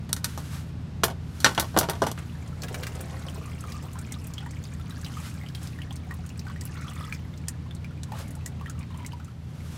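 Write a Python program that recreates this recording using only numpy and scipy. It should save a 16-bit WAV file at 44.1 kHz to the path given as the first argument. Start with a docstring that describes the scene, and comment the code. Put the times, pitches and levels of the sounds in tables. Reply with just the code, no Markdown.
"""Garage, under a vehicle: a cap wrench clicks off a loosened oil filter, drops and clatters into the drain pan.
Contacts are cracks plus ringing modes. Oil patters on the bare pan, then trickles, plops and spits into its
own puddle: bubble grains, single bubbles and noise bursts. One flow sets trickle, spray and small-drop rate.
Glove and paper towel rustle as swelling noise; a like hiss swells at the end.
A six-cylinder engine idles some way off: a sum of orders."""
import sys
import numpy as np
from scipy import signal
from scipy.fft import rfft, irfft, next_fast_len
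from scipy.io import wavfile
from scipy.ndimage import uniform_filter1d, map_coordinates

SR = 44100
rng = np.random.default_rng(int(sys.argv[2]) if len(sys.argv) > 2 else 0)


def store_wav(level_fs):
    """Save 16-bit WAV to argv[1]."""
    pcm = np.round(np.clip(np.atleast_2d(level_fs), -1, 1) * 32767)
    wavfile.write(sys.argv[1], SR, pcm.T.astype(np.int16))


N = 430857
TIME = np.arange(N) / SR
AGE = np.arange(SR // 3) / SR  # time axis of one event


def amp(db):
    """Decibels to gain."""
    return 10 ** (np.asarray(db) / 20)


def unit(x):
    """Scale to rms 1."""
    return x / np.sqrt(np.mean(x ** 2) + 1e-20)


def along(points, hz):
    """Interpolate (f/Hz, value) points on a log axis."""
    f, v = np.transpose(points)
    return np.interp(np.log(hz + 1), np.log(f + 1), v)


def gains(rows):
    """One gain curve per dB column, -120 dB outside the rows."""
    s, *columns = np.transpose(rows)
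    return [amp(np.interp(TIME, s, column, left=-120, right=-120)) for column in columns]


def filtered(x, response):
    """Multiply the spectrum of x by a response of frequency."""
    size = next_fast_len(len(x) + 8192)
    spectrum = rfft(x, size) * response(np.fft.rfftfreq(size, 1 / SR))
    return irfft(spectrum, size)[:len(x)]


def noise(spectrum, size=N):
    """Coloured noise of rms 1."""
    white = rng.standard_normal(size)
    return unit(filtered(white, lambda hz: amp(along(spectrum, hz))))


def wobble(rate_hz):
    """Smooth random curve, rate_hz knots a second."""
    knots = rng.standard_normal(int(N * rate_hz / SR) + 4)
    return map_coordinates(knots, [TIME * rate_hz])


def fade(t, t60_s):
    """Exponential decay, 60 dB in t60_s."""
    return 1000 ** (-t / np.maximum(t60_s, 1e-4))


def swells(rows):
    """Gain of (t/s, level/dB, rise/s, fall/s) swells; rise and fall each span 20 dB."""
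    gain = 0
    for s, db, rise_s, fall_s in rows:
        gain = gain + amp(db - 20 * np.maximum((s - TIME) / rise_s, (TIME - s) / fall_s))
    return gain


def add(track, s, sound):
    """Mix a sound in at s seconds."""
    part = track[max(round(s * SR), 0):][:len(sound)]
    part += sound[:len(part)]


def bubble(t, hz, cycles, rise):
    """Damped sine whose pitch climbs as the bubble nears the surface."""
    life_s = cycles / hz
    climb = t + rise * (t - life_s / 2 * (1 - np.exp(-2 * t / life_s)))
    return np.sin(2 * np.pi * hz * climb) * fade(t, life_s) * (1 - np.exp(-2 * hz * t))


def grains(count, hz, spread, cycles, rise, size_db):
    """Shower of tiny bubbles of random time, pitch and size, levelled to rms 1 over half seconds."""
    when, pitch, size = rng.random((count, 3)).T
    scatter = np.log(pitch / (1 - pitch)) / 2
    pitch_hz = np.clip(hz * np.exp(spread * scatter), 300, 14000)
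    t = AGE[:SR // 50]
    strength = amp(-size_db * np.log(np.maximum(size, .02)))
    waves = strength[:, None] * bubble(t, pitch_hz[:, None], cycles, rise)
    where = (when * N).astype(int)[:, None] + np.arange(len(t))
    shower = np.bincount(where.ravel(), waves.ravel(), N)[:N]
    return shower / np.sqrt(np.abs(uniform_filter1d(shower ** 2, SR // 2)) + 1e-9)


# decay of the echo off floor and underbody: f/Hz, t60/s
ECHO_DECAY = [(150, 0.2), (1200, 0.11), (5000, 0.052), (15000, 0.08)]


def echoed(x, wet_db):
    """Floor and underbody answer with a short dense tail, a new one for each third of a second."""
    out = x.copy()
    block = SR // 3
    for start in range(0, N, block):
        hz, t, z = signal.stft(rng.standard_normal(block), SR, nperseg=128)
        decay = fade(t, along(ECHO_DECAY, hz)[:, None])
        tail = signal.istft(z * decay, SR, nperseg=128)[1]
        tail = tail / np.linalg.norm(tail)
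        add(out, start / SR + .002, amp(wet_db) * signal.fftconvolve(x[start:start + block], tail))
    return out


# engine orders: multiple of the four-stroke cycle rate, level/dB rms
ENGINE_ORDERS = [(6, -68.5), (10, -62.5), (12, -41.5), (13, -67.5), (14, -48), (15, -51.5), (16, -54.5),
                 (17, -48.5), (18, -46.5), (19, -72), (20, -53.5), (21, -46), (22, -72), (23, -46.5),
                 (24, -63), (25, -49), (26, -52.5), (27, -75.5), (30, -68.5), (33, -68), (34, -63),
                 (38, -57.5), (44, -60.5)]
# gain of engine and garage noise: t/s, level/dB
IDLE_GAIN = [(0, 1), (4.7, 0), (9.05, 0), (9.35, -3.5), (9.6, 0), (9.77, -0.5)]
# garage noise spectrum: f/Hz, level/dB per Hz
GARAGE_SPECTRUM = [(25, -25.5), (40, -5), (62, 1.5), (88, -1), (125, 2.5), (172, -2), (205, 0.5),
                   (330, -12), (520, -17.5), (1000, -22), (2000, -27), (4200, -32), (8000, -43),
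                   (16000, -75)]
CYCLE_HZ, HEAVY_FIRING_S = 6.668, .104


def engine():
    """Six firings a cycle make the hum; one heavier firing gives the lope, smeared by the walls."""
    hum = np.zeros(N)
    for multiple, db in ENGINE_ORDERS:
        order = round(multiple)
        smear = rng.normal(0, 0.95) * (order % 6 > 0)  # firing orders stay in phase
        phase = 2 * np.pi * order * CYCLE_HZ * (TIME - HEAVY_FIRING_S) + smear
        hum += amp(db + 0.84 * wobble(3)) * np.sqrt(2) * np.cos(phase)
    # a wavering drone beats with the hum
    drone = amp(-46.5 + 2.2 * wobble(5.7)) * np.sin(2 * np.pi * 85.0 * TIME + 0.83 * wobble(2.008))
    return gains(IDLE_GAIN)[0] * (hum + drone + amp(-42.5) * noise(GARAGE_SPECTRUM))


# glove, sleeve and towel sliding; the last row is a hiss that swells at the end:
# t/s of the maximum, level/dB, rise/s, fall/s
RUSTLE_SWELLS = [(.29, -47, 0.068, 0.25), (.55, -45, 0.24, .15), (1.43, -47.5, 0.21, 1.3),
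                 (2.85, -58.5, .5, 2.8), (5.28, -46, .3, 0.1), (5.65, -50, 0.18, 0.16),
                 (8.2, -44.5, 0.096, 0.079), (9.77, -48.5, 0.36, .2)]
# cloth noise spectrum: f/Hz, level/dB per Hz
CLOTH_SPECTRUM = [(200, -17.5), (700, 4.5), (1400, 13.5), (2000, 7.5), (3000, 7), (6000, 5), (12000, 0.5),
                  (16000, -9.5)]
HOLD_DB = -67.5  # the hand never lies quite still


def rustle():
    """Soft noise that swells with each stroke and once more at the end, fluttering a little."""
    flutter = amp(1.3 * wobble(40))
    return np.hypot(swells(RUSTLE_SWELLS), amp(HOLD_DB)) * flutter * noise(CLOTH_SPECTRUM)


# strength of the thread of oil, relative: t/s, level/dB
OIL_FLOW = [(2.149, -57), (2.55, -61), (2.701, -51), (3.75, -52.5), (4.25, -54), (4.7, -55.5), (5.2, -48),
            (5.55, -57.5), (6.0, -59), (6.45, -59), (6.8, -49.5), (7.12, -50), (7.22, -59.5), (8.1, -75),
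            (8.3, -53.5), (8.5, -63), (9.05, -60), (9.35, -62.5)]
# gushes that drum on the pan and ebb: t/s of the maximum, relative level/dB, rise/s, ebb/s
OIL_GUSHES = [(2.72, -35, 0.29, 1.4), (3.24, -62, 0.13, 0.15), (3.83, -44, .04, 0.067),
              (8.135, -38, 0.01, 0.38)]
# the thread folds and stirs a run of bubbles into the puddle: t/s, length/s, level/dB, f/Hz
GURGLE_RUNS = [(3.411, 0.077, -40, 1180), (3.648, 0.15, -41, 1166), (3.959, 0.042, -39.5, 1413),
               (4.085, 0.063, -41, 2230), (4.402, 0.037, -43, 860), (5.17, 0.034, -61, 1260),
               (5.901, 0.017, -38, 816), (6.107, 0.042, -36, 1125), (6.471, 0.035, -35, 1180),
               (6.75, 0.085, -37.5, 1400), (6.843, 0.072, -39, 1270), (6.96, 0.13, -37.5, 1202),
               (8.126, 0.071, -38, 1184), (8.679, 0.032, -37, 1395), (8.776, .06, -44.5, 1150),
               (8.899, 0.17, -41.5, 1034)]
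SPRAY_DB, SPRAY_SAG_DB_PER_S = -3, 0.5  # re flow; the deepening puddle softens it
GURGLE_EDGE_S, FROTH_DB = 0.013, -18  # finer bubbles froth around each run; level re run


def stream():
    """The thread of oil drums on the pan, stirs small bubbles in the puddle and throws a fine spray."""
    trickle, = gains(OIL_FLOW)
    spray = trickle * amp(SPRAY_DB - SPRAY_SAG_DB_PER_S * (TIME - OIL_FLOW[0][0]))
    froth = 0
    for s, length_s, db, _ in GURGLE_RUNS:
        inside_s = np.minimum(TIME - s, s + length_s - TIME)
        froth = froth + amp(db + FROTH_DB) * np.clip(inside_s / GURGLE_EDGE_S + .5, 0, 1)
    # bubbles need a puddle; on bare plastic the oil only patters
    depth = np.interp(TIME, [3.2, 3.45], [.15, .96])
    drumming = swells(OIL_GUSHES) * grains(count=3000, hz=612, spread=0.23, cycles=3.8, rise=0.028, size_db=4.5)
    patter = grains(count=9000, hz=1700, spread=0.36, cycles=5.1, rise=0.025, size_db=1.0)
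    gurgle = grains(count=1700, hz=1200, spread=.15, cycles=30, rise=.15, size_db=2.6)
    beads = grains(count=2000, hz=2350, spread=.33, cycles=36, rise=.3, size_db=3.4)
    bubbling = amp(-8.0) * gurgle + amp(-6.0) * beads
    puddle = trickle * (depth * bubbling + (1 - depth) * patter) + froth * beads
    fizz = spray * grains(count=4500, hz=6730, spread=0.5, cycles=26, rise=.2, size_db=3.0)
    spurts = unit(amp(2.1 * wobble(45)))  # the thread breaks into clumps
    oil = amp(-10.5) * drumming + amp(-2.0) * puddle + amp(-2.5) * fizz
    return echoed(spurts * oil, wet_db=-4.0)


DROP_RATE_POWER = .65  # power of the flow that sets the drop rate


def small_drops(count, db, scatter_db, hz, spread):
    """Rows (t/s, level/dB, f/Hz) of drops at uneven intervals, more often as the flow grows."""
    fallen = np.cumsum(gains(OIL_FLOW)[0] ** DROP_RATE_POWER)
    share = (np.arange(count) + rng.random(count)) / count
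    s = np.interp(share, fallen / fallen[-1], TIME)
    size, pitch = np.clip(rng.standard_normal((count, 2)), -2, 2).T
    return list(zip(s, db + scatter_db * size, hz * np.exp(spread * pitch)))


GURGLE_GAP_S, GURGLE_SCATTER_DB, GURGLE_DETUNE = 0.022, 1.5, 0.036  # bubble to bubble; detune in log pitch


def gurgle_bubbles():
    """Rows (t/s, level/dB, f/Hz) of the like-sized bubbles in each run."""
    rows = []
    for s, length_s, db, hz in GURGLE_RUNS:
        late, size, pitch = np.clip(rng.standard_normal((12, 3)), -2, 2).T
        after_s = GURGLE_GAP_S * np.abs(np.arange(len(late)) + .2 * late)
        levels_db = db + GURGLE_SCATTER_DB * size
        run = np.column_stack([s + after_s, levels_db, hz * np.exp(GURGLE_DETUNE * pitch)])
        rows += list(run[after_s < length_s])
    return rows


# big drops that trap a bubble: t/s, level/dB, nominal f/Hz
BIG_PLOPS = [(3.285, -29, 3040), (3.639, -31, 1296), (3.956, -34.5, 1014), (4.141, -32, 3560),
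             (4.381, -25.5, 3200), (4.461, -35, 1940), (4.463, -35.5, 955), (4.653, -35, 4630),
             (4.908, -34, 3900), (5.063, -32, 2970), (5.17, -30, 1244), (5.413, -36, 2140),
             (5.435, -36, 2100), (5.463, -35, 3030), (5.788, -32.5, 1800), (5.818, -29.5, 2850),
             (5.908, -31.5, 3200), (6.11, -29, 1920), (6.468, -33, 1540), (6.561, -35.5, 1812),
             (7.008, -33.5, 1148), (7.125, -21.5, 2370), (7.484, -36.5, 1850), (7.71, -34.5, 3520),
             (7.845, -31.5, 2360), (8.033, -32.5, 3910), (8.12, -27, 852), (8.123, -40, 1850),
             (8.462, -34, 1946), (8.611, -32.5, 1070), (8.66, -31, 1770), (9.048, -31.5, 2137),
             (9.121, -35.5, 2990), (9.133, -33.5, 980), (9.2, -38.5, 1340)]
# sharp spits of oil: t/s, relative level/dB, f/Hz
OIL_SPITS = [(2.62, -28, 5600), (2.8281, -35, 4270), (3.0092, -28.5, 10270), (3.607, -33.5, 8200),
             (3.721, -30, 5200), (3.9882, -32, 7950), (4.121, -25.5, 7500), (4.27, -32.5, 11240),
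             (4.337, -32, 5940), (5.046, -28, 4150), (5.4858, -37, 4750), (5.5487, -27, 3800),
             (5.672, -32, 5615), (5.9635, -36, 5570), (6.14, -37, 10920), (6.291, -35.5, 5820),
             (6.3934, -31, 5400), (6.6104, -27.5, 6960), (6.653, -28, 11340), (7.1468, -32.5, 5450),
             (7.483, -19, 7640), (8.0329, -31, 7020), (8.307, -36, 9000), (8.46, -23, 7280),
             (8.697, -30.5, 6880), (9.0628, -28, 7500)]
# heavy splats of oil, first on bare plastic, the last two into the puddle: t/s, relative level/dB
OIL_SPLATS = [(2.634, -18.5), (2.684, -24.5), (2.744, -17.5), (2.833, -18.5), (2.868, -19), (3.006, -29),
              (8.119, -46.5), (8.186, -27.5)]
# splat and smack noise spectrum: f/Hz, level/dB per Hz
SPLAT_SPECTRUM = [(250, -15), (450, -5), (620, -20), (900, -1), (1500, 9.5), (2600, 2.5), (5000, -1.5),
                  (14000, -9)]


def drops():
    """Single drops: plops are bubbles, spits are noise bursts with a chirp, splats are fading noise."""
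    out, t = np.zeros(N), AGE[:SR // 10]
    small_plops = small_drops(count=190, db=-43.5, scatter_db=2, hz=2095, spread=0.5)
    for s, db, hz in BIG_PLOPS + gurgle_bubbles() + small_plops:
        smack = noise(SPLAT_SPECTRUM, size=len(t)) * fade(t, 0.025)
        cycles = 42 * (hz / 1500) ** 0.25  # small bubbles ring for more cycles
        plop = bubble(t, hz * 0.958, cycles, rise=rng.uniform(0.02, 0.46))
        add(out, s, amp(db) * (plop + 0.22 * smack))
    small_spits = small_drops(count=48, db=-39, scatter_db=2, hz=7597, spread=0.1)
    for s, db, hz in OIL_SPITS + small_spits:
        snap = fade(t, 0.026) * (1 - fade(t, 0.0027))
        peak = [(hz / 4, -17), (hz / 2, -14), (hz, 0), (hz * 1.16, -4), (hz * 1.79, -16), (hz * 6, -22)]
        burst = snap * noise(peak, size=len(t))
        # a bubble bursts: its opening widens and the pitch shoots up
        chirp = bubble(t, hz * .72, cycles=73, rise=0.474)
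        add(out, s, amp(db - 4.5) * (burst + 0.32 * chirp))
    for s, db in OIL_SPLATS:
        add(out, s, amp(db - 13.0) * noise(SPLAT_SPECTRUM, size=len(t)) * fade(t, 0.051))
    return echoed(out, wet_db=-5)


# single touches of the wrench, and a soft low bump of the gloved hand at .376 s:
# t/s, treble/dB, body/dB, thud/dB, decay scale/s
TOUCHES = [(.092, -49, -46.5, -46, 0.097), (0.1292, -22, -33, -63, 0.027), (0.164, -38.5, -40, -47, .09),
           (0.2436, -25.5, -31.5, -50, 0.065), (0.376, -42, -42, -35.5, 0.14), (1.4025, -38, -47, -65, 0.1),
           (1.5483, -40.5, -41, -57, 0.084), (1.743, -65, -46, -37, .07),
           (1.774, -28.5, -24.5, -17.5, .067), (2.068, -36, -32.5, -28.5, 0.082),
           (2.1148, -36.5, -49.5, -37.5, 0.049), (2.1758, -56, -41.5, -49.5, 0.17)]
# tumbling wrench, one end landing before the other: t/s, body/dB, thud/dB, treble/dB, decay scale/s,
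# lag of the other end/s, its body/dB, its treble/dB, first rattle body/dB
WRENCH_LANDINGS = [(1.0346, -19, -20.5, -27, 0.049, 0.0049, -24, -21.5, -38),
                   (1.4444, -12.5, -22, -16, .12, 0.017, -19.5, -42, -37.5),
                   (1.5774, -22.5, -21.5, -35.5, 0.071, 0.02, -28.5, -23.5, -39),
                   (1.7646, -27, -18, -42, 0.057, .0233, -35, -18, -29),
                   (1.887, -33, -26.5, -41, 0.14, .01, -31.5, -30.5, -42.5),
                   (2.0192, -37, -17.5, -33, .11, 0.018, -34.5, -44, -37.5)]
TOUCH_SHARP_HZ, LAND_SHARP_HZ = 10300, 6400  # hardness of the contact
SLAP_SHARP_HZ, SLAP_THUD_DB, SLAP_DECAY_S = 15000, -3.5, 0.076  # the other end slaps harder; thud re its body
RATTLE_S, RATTLE_SHRINK, RATTLE_LOSS_DB = .046, 0.43, 5  # first flight, each over the one before, loss a rebound
RATTLE_THUD_DB, RATTLE_TREBLE_DB = 4, -6.5  # re rattle body
RATTLE_DECAY_S, RATTLE_SHARP_HZ = 0.096, 9500


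def contacts():
    """Every wrench contact and the hand bump: (t/s, body, thud, treble/dB, decay scale/s, sharpness/Hz)."""
    rows = []
    for s, treble, body, thud, decay_s in TOUCHES:
        rows.append((s, body, thud, treble, decay_s, TOUCH_SHARP_HZ))
    for s, body, thud, treble, decay_s, lag_s, slap, slap_treble, rattle in WRENCH_LANDINGS:
        rows.append((s, body, thud, treble, decay_s, LAND_SHARP_HZ))
        rows.append((s + lag_s, slap, slap + SLAP_THUD_DB, slap_treble, SLAP_DECAY_S, SLAP_SHARP_HZ))
        for k in range(3):
            s = s + RATTLE_S * RATTLE_SHRINK ** k
            db = rattle - RATTLE_LOSS_DB * k
            rows.append((s, db, db + RATTLE_THUD_DB, db + RATTLE_TREBLE_DB, RATTLE_DECAY_S, RATTLE_SHARP_HZ))
    return rows


# modes of wrench and pan: f/Hz, relative level/dB, t60/s at a decay scale of 0.12 s
RING_MODES = [(247, -12, 0.13), (370, -3, 0.079), (512, 2.5, 0.071), (661, 2, 0.085), (802, 4.5, 0.058),
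              (922, -0.5, 0.13), (1090, -6.5, 0.032), (1232, -20, 0.26), (1452, -1, 0.11),
              (1503, -6.5, 0.21), (1834, 5, 0.047), (2070, -12, 0.1), (2960, 2, 0.07), (3330, 0.5, 0.066),
              (3700, -4, 0.066), (4250, -2.5, .08), (4670, -21, 0.074), (5030, -5, 0.051), (5836, 4, 0.04),
              (7600, -7, 0.044), (9600, -19.5, 0.054), (12600, 4.5, 0.045)]
# dull crack of a contact: f/Hz, level/dB per Hz
CRACK_SPECTRUM = [(40, -13), (130, 4.5), (700, 0), (1500, 3.5), (2400, -3), (5500, -8), (8000, -9),
                  (13000, -7), (16000, -12.5)]


def wrench():
    """Each contact cracks and rings; blows on the pan thud, steel on steel is bright."""
    edges = [([1100, 4000], "bandpass"), (1100, "lowpass"), (4000, "highpass")]  # body, thud, treble
    bands = [signal.butter(3, edge, kind, fs=SR, output="sos") for edge, kind in edges]
    hz, mode_db, mode_t60_s = np.transpose(RING_MODES)[:, :, None]
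    out = np.zeros(N)
    for s, *band_db, decay_s, sharp_hz in contacts():
        strength = amp(mode_db + rng.normal(0, 2.2, hz.shape))
        phase = rng.uniform(0, 2 * np.pi, hz.shape)
        # the way the tool lies shifts its high modes most
        pitch_hz = hz * (1 + rng.normal(0, 0.0041, hz.shape) * hz / hz.max())
        # a held or wedged tool rings for less long
        decays = fade(AGE, mode_t60_s * decay_s / .12)
        ring = np.sum(strength * np.sin(2 * np.pi * pitch_hz * AGE + phase) * decays, axis=0)
        crack = noise(CRACK_SPECTRUM, size=len(AGE)) * (fade(AGE, 1.15 * decay_s) + 3 * fade(AGE, 0.007))
        blow = (unit(ring) + amp(5.5) * unit(crack)) * (1 - fade(AGE, 0.003))
        # a softer contact excites less treble
        blow = signal.lfilter(*signal.butter(2, min(sharp_hz / (SR / 2), .95)), blow)
        for sos, db in zip(bands, band_db):
            part = signal.sosfilt(sos, blow)
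            add(out, s, amp(db) * part / np.std(part[:SR // 100]))  # level set over the first 10 ms
    return echoed(out, wet_db=-10)


def scene():
    """Sum of all sources, one channel."""
    return (engine() + rustle() + stream() + drops() + wrench())[None]


TOP_HZ = 15900


def record(dry):
    """Round off the highest peaks, then cut everything above the band limit."""
    rounded = dry[0] / (1 + np.abs(dry[0] / .95) ** 6) ** (1 / 6)
    return filtered(rounded, lambda hz: np.clip((TOP_HZ - hz) / 600 + .5, 0, 1))[None]


dry = scene()
out = record(dry)
store_wav(out)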